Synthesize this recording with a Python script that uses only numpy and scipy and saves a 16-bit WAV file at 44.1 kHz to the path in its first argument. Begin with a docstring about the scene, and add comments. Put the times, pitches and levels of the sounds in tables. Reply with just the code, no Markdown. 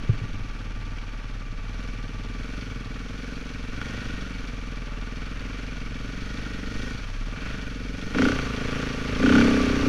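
"""A single-cylinder four-stroke off-roader chugs up a dirt forest trail, heard from the rider's seat.
Each engine cycle shakes the frame, clicks into resonances of silencer and pipe, and sets off cases,
valve and covers as noise through resonances. Chain and gas rustle and hiss; air and trail rumble below.
A bump thuds at the start; near the end two bursts of throttle make the airbox honk and the cylinder knock."""
import sys
import numpy as np
from scipy import signal
from scipy.fft import rfft, irfft, next_fast_len
from scipy.io import wavfile
from scipy.ndimage import uniform_filter1d

SR = 44100
rng = np.random.default_rng(int(sys.argv[2]) if len(sys.argv) > 2 else 0)


def persist_wave(psi):
    """Save psi, clipped to +-1, as 16-bit WAV."""
    counts = np.round(np.clip(psi, -1, 1) * 32767).astype(np.int16)
    wavfile.write(sys.argv[1], SR, np.atleast_2d(counts).T)


N = 435708
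TIME_S = np.arange(N) / SR
CRUISE_PER_S = 22  # firings per s = engine cycles per s


def from_db(db):
    """Decibels to gain."""
    return 10 ** (np.asarray(db) / 20)


def in_time(rows):
    """Interpolate each column of a curve at every sample; the first column is time."""
    s, *columns = np.transpose(rows)
    return [np.interp(TIME_S, s, column) for column in columns]


def rms_one(x):
    """Scale to unit power."""
    return x / np.sqrt(np.mean(x ** 2) + 1e-20)


def steady(x):
    """Level to unit power over every few engine cycles."""
    power = uniform_filter1d(x ** 2, size=4400)
    power = uniform_filter1d(power, size=4400)
    return x / np.sqrt(np.abs(power) + 1e-14)


def cut(x, hz, kind, order=2):
    """Butterworth filter."""
    sos = signal.butter(order, hz, kind, fs=SR, output="sos")
    return signal.sosfilt(sos, x + 1e-18)


def colour(x, spectrum):
    """Give a noise a smooth spectrum, at unit power."""
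    hz, db = np.transpose(spectrum)
    size = next_fast_len(N)
    bins_hz = np.maximum(np.fft.rfftfreq(size, 1 / SR), 1)
    gain = from_db(np.interp(np.log(bins_hz), np.log(hz), db))
    return rms_one(irfft(rfft(x, size) * gain, size)[:N])


def ring(x, modes, driven=False):
    """Parallel modes; level_db is the ring height after a click, or the resonance peak if driven."""
    out = np.zeros(N)
    for pitch_hz, width_hz, level_db in modes:
        r = np.exp(-np.pi * abs(width_hz) / SR)
        w = 2 * np.pi * pitch_hz / SR
        b = np.array([1, 0, -1]) * (1 - r * r) / 2 if driven else [0, np.sin(w)]
        out += from_db(level_db) * signal.lfilter(b, [1, -2 * r * np.cos(w), r * r], x + 1e-18)
    return out


def clicks(times_s, db):
    """One single-sample click at each time."""
    out = np.zeros(N)
    out[np.clip(np.asarray(times_s) * SR, 0, N - 1).astype(int)] = from_db(db)
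    return out


def strokes(cycle, share, jitter, spread_db):
    """One slightly uneven click per engine cycle, at a given share of it."""
    turns = np.arange(int(cycle[-1] - share) + 1)
    chance = rng.standard_normal((len(turns), 2))
    times_s = np.interp(turns + share + jitter * chance[:, 0], cycle, TIME_S)
    return clicks(times_s, spread_db * chance[:, 1])


def puff(hits, decay_s):
    """A burst of turbulence of unit energy dying after each click."""
    r = np.exp(-1 / (decay_s * SR))
    envelope = signal.lfilter([np.sqrt(1 - r * r)], [1, -r], hits + 1e-18)
    return envelope * rng.standard_normal(N)


def rattling(cycle, pattern, grain_db):
    """Countless small contacts of uneven size, bunched at certain crank angles."""
    share, db = np.transpose(pattern)
    sizes = np.repeat(rng.standard_normal(N // 32 + 1), 32)[:N]
    level_db = np.interp(cycle, share, db, period=1) + grain_db * sizes
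    return rng.standard_normal(N) * from_db(level_db)


# silencer modes: pitch_hz, width_hz, level_db
SILENCER_MODES = [(144, 27, 4.5), (187.5, 13.2, -3), (237, 47.6, 7), (270, 23, -8)]
# pipe modes at low revs: pitch_hz, width_hz, level_db
PIPE_MODES = [(425, 19, -6), (455, 38, 2.5), (568, 66, -4.5), (574, 65, -21)]
# pipe modes under a hard-driven gas flow: pitch_hz, width_hz, level_db
PIPE_DRIVEN_MODES = [(410, 21, 7), (465, 76, 10), (597, 19, -14)]


def exhaust(cycle, speed):
    """The power stroke thumps, then the exhaust valve lets go a sharper puff; returns boom and bark."""
    revving = np.clip((speed - 23.5) / 5, 0, 1)
    thump = strokes(cycle, share=.645, jitter=.0015, spread_db=.9)
    # blowdown comes earlier at high revs
    blowdown = strokes(cycle + .065 * revving, share=.9, jitter=.0011, spread_db=.8)
    gas = .07 * (1 - .5 * revving) * puff(thump + blowdown, decay_s=.006)
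    boom = ring(thump + .29 * blowdown + gas, SILENCER_MODES)
    boom = cut(cut(boom, 182, "high"), 310.5, "low", order=8)
    putter = ring(.47 * thump - blowdown + gas, PIPE_MODES)
    putter = steady(cut(putter, 430, "high", order=6))
    blat = ring(.21 * thump - blowdown + gas, PIPE_DRIVEN_MODES)
    blat = steady(cut(blat, 440, "high", order=6))
    bark = cut((1 - revving) * putter + revving * blat, 616, "low", order=6)
    return steady(boom), steady(bark)


# airbox modes: pitch_hz, width_hz, level_db
AIRBOX_MODES = [(198, 17, -2), (237.6, 19.7, -1), (261.2, 17, 2), (291.4, 16.3, -2.5)]


def intake(cycle):
    """Each gulp of air tugs at the inlet and rings the airbox; the narrow inlet flattens peaks to a roar."""
    gulp = strokes(cycle, share=.9, jitter=.001, spread_db=.4)
    honk = ring(gulp + .02 * puff(gulp, decay_s=.008), AIRBOX_MODES)
    honk = steady(cut(honk, 178, "high", order=4))
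    roar = np.tanh(1.1 * honk)
    roar = steady(cut(cut(roar, 182, "high", order=6), 303, "low", order=10))
    suction = ring(gulp, [(95, 71, 0)], driven=True)
    suction = steady(cut(suction, 135, "low", order=4))
    return roar + from_db(-17.5) * suction


# low shake, before a fixed trim: time_s, level_db
SHAKE_CURVE = [(0.0, -34.5), (1.7, -31.5), (3.93, -36.5), (5.03, -31.5), (5.06, -33.5), (6.96, -35.5),
               (7.24, -27), (7.37, -37.5), (7.92, -31.5), (8.06, -43.5), (8.17, -32), (8.97, -37),
               (9.38, -28), (9.88, -31)]


def crank(cycle):
    """The piston shakes the machine once per turn, twice per cycle."""
    shake_db = in_time(SHAKE_CURVE)[0]
    return from_db(shake_db - 1.1) * np.sqrt(2) * np.cos(4 * np.pi * (cycle - .23))


# stray knocks, click into the cylinder: time_s, level_db
STRAY_KNOCKS = [(3.8149, -28.5), (7.363, -37), (8.389, -25), (8.8273, -30)]
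# sudden load, every firing knocks; click level at full effort: start_s, end_s, level_db
LOAD_SPELLS = [(8.135, 8.335, -15.5), (9.21, 9.425, -20.5)]
# cylinder struck by a knock: pitch_hz, width_hz, level_db
CYLINDER_MODES = [(866, 100, -5), (1464, 88, 6), (1660, 470, -1), (1850, 240, -8), (2700, 260, -11.5),
                  (5500, 1200, -6)]
# engine cases and fins: pitch_hz, width_hz, level_db
CASE_MODES = [(1470, 230, 3), (1506, 320, -2.5), (2315, 210, 8.5), (2460, 230, -4.5), (2650, 120, 5.5),
              (3183, 51, 2), (4380, 27, -10.5), (5070, 116, -27)]
FULL_EFFORT_DB = -17
ADVANCE_CYCLE_PER_SPEED = .007  # share of a cycle per extra firing per s


def knocks(cycle, speed, clatter_db, effort_db):
    """Combustion pings the cylinder lightly each firing, hard under sudden load; the fins buzz after it."""
    s, db = np.transpose(STRAY_KNOCKS)
    loaded = np.zeros(N)
    for start_s, end_s, level_db in LOAD_SPELLS:
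        loaded += from_db(level_db) * ((TIME_S > start_s) & (TIME_S < end_s))
    advanced = cycle + ADVANCE_CYCLE_PER_SPEED * (speed - CRUISE_PER_S)
    firings = strokes(advanced, share=.705, jitter=.003, spread_db=.7)
    hard = clicks(s, db) + loaded * from_db(effort_db - FULL_EFFORT_DB) * firings
    light = from_db(clatter_db - 9) * strokes(cycle, share=.73, jitter=.014, spread_db=5)
    hits = hard + light
    pings = ring(hits + .2 * puff(hits, decay_s=.0023), CYLINDER_MODES)
    fins = from_db(-15) * ring(puff(hard, decay_s=.0047), CASE_MODES)
    return cut(cut(pings + fins, 880, "high"), 7000, "low", order=3)


# rattle over the engine cycle: cycle_share, level_db
CLATTER_PATTERN = [(0, .8), (.12, -2), (.42, -2.6), (.5, .3), (.66, -.8), (.73, 2.6), (.86, .6), (.94, 2.4)]
# hiss over the engine cycle: cycle_share, level_db
HISS_PATTERN = [(0, 6), (.15, 3), (.42, 3.3), (.46, 3.5), (.66, 5.5), (.72, 6.5), (.9, 1.4)]
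# broad rustle of chain, gears and tyres: pitch_hz, density_db_per_hz (relative)
RUSTLE_SPECTRUM = [(200, -29), (350, -6), (430, 2), (620, 1), (800, -8), (1000, -4.5), (1300, 4),
                   (2000, -0.5), (3000, -4), (3800, -14), (6000, -31), (12000, -74)]
# hiss of chain and gas: pitch_hz, density_db_per_hz (relative)
HISS_SPECTRUM = [(1800, -30), (3000, -3), (4000, -2.5), (4450, 1), (4900, -5), (5500, -2), (6150, -3),
                 (7000, -13), (8050, -21.5), (8700, -18), (9600, -18), (12000, -26), (14800, -33),
                 (17000, -60)]
# stones flung against the guard, relative level: time_s, level_db
STONE_TICKS = [(0.9846, -31), (7.041, -30)]


def mechanics(cycle, clatter_db, hiss_db):
    """Valve gear and piston rattle the cases, flung stones tick on the guard; chain and gas rustle and hiss."""
    cases = rms_one(ring(rattling(cycle, CLATTER_PATTERN, grain_db=-.5), CASE_MODES, driven=True))
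    rustle = colour(rattling(cycle, CLATTER_PATTERN, grain_db=1.5), RUSTLE_SPECTRUM)
    hiss = colour(rattling(cycle, HISS_PATTERN, grain_db=1.5), HISS_SPECTRUM)
    s, db = np.transpose(STONE_TICKS)
    ticks = from_db(17) * ring(puff(clicks(s, db), decay_s=.0043), CASE_MODES, driven=True)
    metal = cut(from_db(clatter_db - 3) * cases + ticks, 7070, "low", order=4)
    return metal + from_db(clatter_db + 1) * rustle + from_db(hiss_db + .15) * hiss


# cylinder head under a seating valve: pitch_hz, width_hz, level_db
HEAD_MODES = [(2330, 250, 0), (2690, 350, -6), (3260, 580, 3), (4430, 78, 6), (5660, 100, -1)]


def valves(cycle, speed, hiss_db):
    """The inlet valve snaps shut once a cycle with a short rasp, a little earlier at higher revs."""
    advanced = cycle + .016 * (speed - CRUISE_PER_S)
    snaps = strokes(advanced, share=.45, jitter=.0085, spread_db=8)
    rasp = ring(puff(snaps, decay_s=.0067), HEAD_MODES, driven=True)
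    rasp = cut(rasp, [1700, 6200], "band", order=3)
    return from_db(hiss_db - 3) * steady(rasp)


# buzzing covers and guards: pitch_hz, width_hz, cruise_level_db, rise_db_per_firing_per_s,
# critical_firings_per_s, critical_change_db
COVER_MODES = [(880, 146, -65.5, 2, 18.5, 16), (1168.5, 26, -49.5, 1.1, 23.96, -15.5),
               (1458, 84, -53.5, 1.4, 24.2, 4), (1854, 57, -59.5, 0.74, 25.6, 9.5),
               (2273, 94, -55, 0.74, 21.6, 3.5), (3270, 150, -66.5, .5, 25, 11.5)]
CRITICAL_WIDTH_PER_S = 2.44


def covers(cycle, speed):
    """Thin covers buzz at their own pitch as the engine shakes them, swelling or calming near one speed."""
    shaking = rattling(cycle, CLATTER_PATTERN, grain_db=1.5)
    held = uniform_filter1d(speed, size=13000)  # they answer to sustained revs, hardly to a blip
    out = np.zeros(N)
    for pitch_hz, width_hz, cruise_db, rise_db, critical_per_s, change_db in COVER_MODES:
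        near = np.exp(-((held - critical_per_s) / CRITICAL_WIDTH_PER_S) ** 2)
        level_db = cruise_db + rise_db * (held - CRUISE_PER_S) + change_db * near
        buzz = steady(ring(shaking, [(pitch_hz, width_hz, 0)], driven=True))
        out += from_db(level_db) * buzz
    return cut(out, 3460, "low", order=3)


# bumps in the trail, relative level: time_s, level_db
TRAIL_BUMPS = [(0.093, -5.5), (0.132, -17.5), (0.215, -19), (0.234, -22)]
# bodywork struck by a bump: pitch_hz, width_hz, level_db
BODYWORK_MODES = [(114, 19, 1.5), (142, 20, -15), (202, 93, -38), (370, 71, -14)]
# drumming bodywork, before a fixed trim: time_s, level_db
DRUMMING_CURVE = [(0.3, -48), (0.35, -34.5), (0.56, -50), (0.64, -39.5), (0.94, -39.5), (0.97, -44),
                  (2.41, -41), (2.46, -48), (2.7, -39.5), (3.37, -47.5), (3.85, -39), (4.3, -44.5),
                  (8.17, -42), (8.22, -37), (8.97, -43), (9.4, -33.5), (9.67, -35), (9.88, -32)]
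BUFFET_CRUISE_DB, BUFFET_RISE_DB = -38, .74  # rise per extra firing per s
JOLT_DB, JOLT_S = 9.5, .36  # air swells around the bumps


def ride(revs):
    """Air buffets the microphone; the rough ground drums the bodywork and bumps make it thud."""
    s, db = np.transpose(TRAIL_BUMPS)
    jolt_db = JOLT_DB * np.exp(-np.abs(TIME_S - s.mean()) / JOLT_S)
    air_spectrum = [(3, -7), (10, -3.5), (22, -4.5), (45, -17.5), (90, -23), (300, -26.5), (2000, -100)]
    air = colour(rng.standard_normal(N), air_spectrum)
    drumming = steady(ring(rng.standard_normal(N), [(101.5, 20, 0)]))
    thuds = cut(ring(-clicks(s, db), BODYWORK_MODES), [70, 480], "band")
    buffet = from_db(BUFFET_CRUISE_DB + BUFFET_RISE_DB * revs + jolt_db) * air
    drum = from_db(in_time(DRUMMING_CURVE)[0] + 1.5) * drumming
    return buffet + drum + from_db(-4) * thuds


COAST_DB_PER_S = 9


def coast(db):
    """Chain and tyres roll on as the throttle shuts: the level rises at once and sinks slowly."""
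    return np.maximum.accumulate(db + COAST_DB_PER_S * TIME_S) - COAST_DB_PER_S * TIME_S


# engine speed: time_s, firings_per_s
SPEED_CURVE = [(0.0, 19.76), (1.29, 18.38), (1.53, 16.52), (1.83, 21.61), (2.02, 18.84), (2.31, 19.73),
               (2.58, 23.35), (2.82, 20.06), (3.27, 22.48), (3.7, 21.66), (3.86, 25.35), (4.14, 24.69),
               (4.2, 23.46), (4.92, 19.46), (5.57, 22.52), (5.88, 21.16), (6.41, 25.12), (6.6, 23.63),
               (6.93, 26.55), (7.11, 15.88), (7.23, 16.16), (7.48, 25.11), (7.8, 21.47), (8.15, 24.9),
               (8.25, 30.99), (8.5, 26.59), (8.82, 27.91), (8.98, 26.76), (9.17, 27.49), (9.26, 30.75),
               (9.37, 34.12), (9.88, 29.52)]
# how hard the engine works, sets its note before a fixed trim: time_s, effort_db
EFFORT_CURVE = [(0, -44.5), (1.0, -47.5), (1.6, -47), (1.82, -43), (2.2, -42), (2.55, -40.5), (2.85, -42),
                (3.3, -39.5), (3.65, -41.5), (3.87, -38), (4.85, -43), (5.5, -41), (5.85, -41), (6.9, -37),
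                (7.06, -49), (7.27, -43), (7.43, -40), (7.75, -39), (8.125, -37), (8.18, -22), (8.27, -21),
                (8.38, -33.5), (8.6, -33.5), (8.8, -32), (8.97, -34.5), (9.175, -31), (9.255, -18),
                (9.38, -16), (9.55, -22), (9.8, -26.5), (9.88, -22)]
# base levels against effort: effort_db, bark_db, clatter_db, hiss_db, airbox_share (0-1)
EFFORT_RESPONSE = [(-53.5, -65, -48.5, -56, 0), (-38, -47, -47.5, -52.5, 0.06), (-37.5, -46, -48, -51, .07),
                   (-32.5, -37, -41.5, -50.5, 0.2), (-23, -29, -40.5, -48.5, 0.85),
                   (-20, -26.5, -38.5, -48, 0.8)]
# spells of harder rattling: middle_s, half_length_s, extra_clatter_db
RATTLE_SPELLS = [(0.1, .2, 2), (4.05, 0.33, 1.5), (5.348, 0.67, 2), (7.424, 0.15, 4)]
CLATTER_RISE_DB, HISS_RISE_DB = .55, .71  # per extra firing per s


def scene():
    """The crank angle times every part of the engine; speed and effort set how loud each is."""
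    speed, effort_db = in_time(SPEED_CURVE)[0], in_time(EFFORT_CURVE)[0]
    cycle = np.cumsum(speed) / SR
    revs = speed - CRUISE_PER_S
    efforts, *answers = np.transpose(EFFORT_RESPONSE)
    bark_db, clatter_db, hiss_db, share = [np.interp(effort_db, efforts, answer) for answer in answers]
    clatter_db = clatter_db + coast(CLATTER_RISE_DB * revs)
    hiss_db = hiss_db + coast(HISS_RISE_DB * revs)
    for middle_s, half_s, extra_db in RATTLE_SPELLS:
        clatter_db = clatter_db + extra_db * np.exp(-((TIME_S - middle_s) / half_s) ** 2)
    throttle = np.clip(share, 0, 1)
    boom, bark = exhaust(cycle, speed)
    # with the throttle open the airbox takes over from the silencer
    note = steady(throttle * intake(cycle) + (1 - throttle) * boom)
    engine = from_db(effort_db + .68) * note + from_db(bark_db - .9) * bark + crank(cycle)
    metal = knocks(cycle, speed, clatter_db, effort_db) + mechanics(cycle, clatter_db, hiss_db)
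    metal += valves(cycle, speed, hiss_db) + covers(cycle, speed)
    return (engine + metal + ride(revs))[None]


CUTOFF_HZ = 14800


def record(dry):
    """A steep elliptic low-pass cuts the top."""
    sos = signal.ellip(10, .1, 80, CUTOFF_HZ, fs=SR, output="sos")
    return signal.sosfilt(sos, dry)


dry = scene()
out = record(dry)
persist_wave(out)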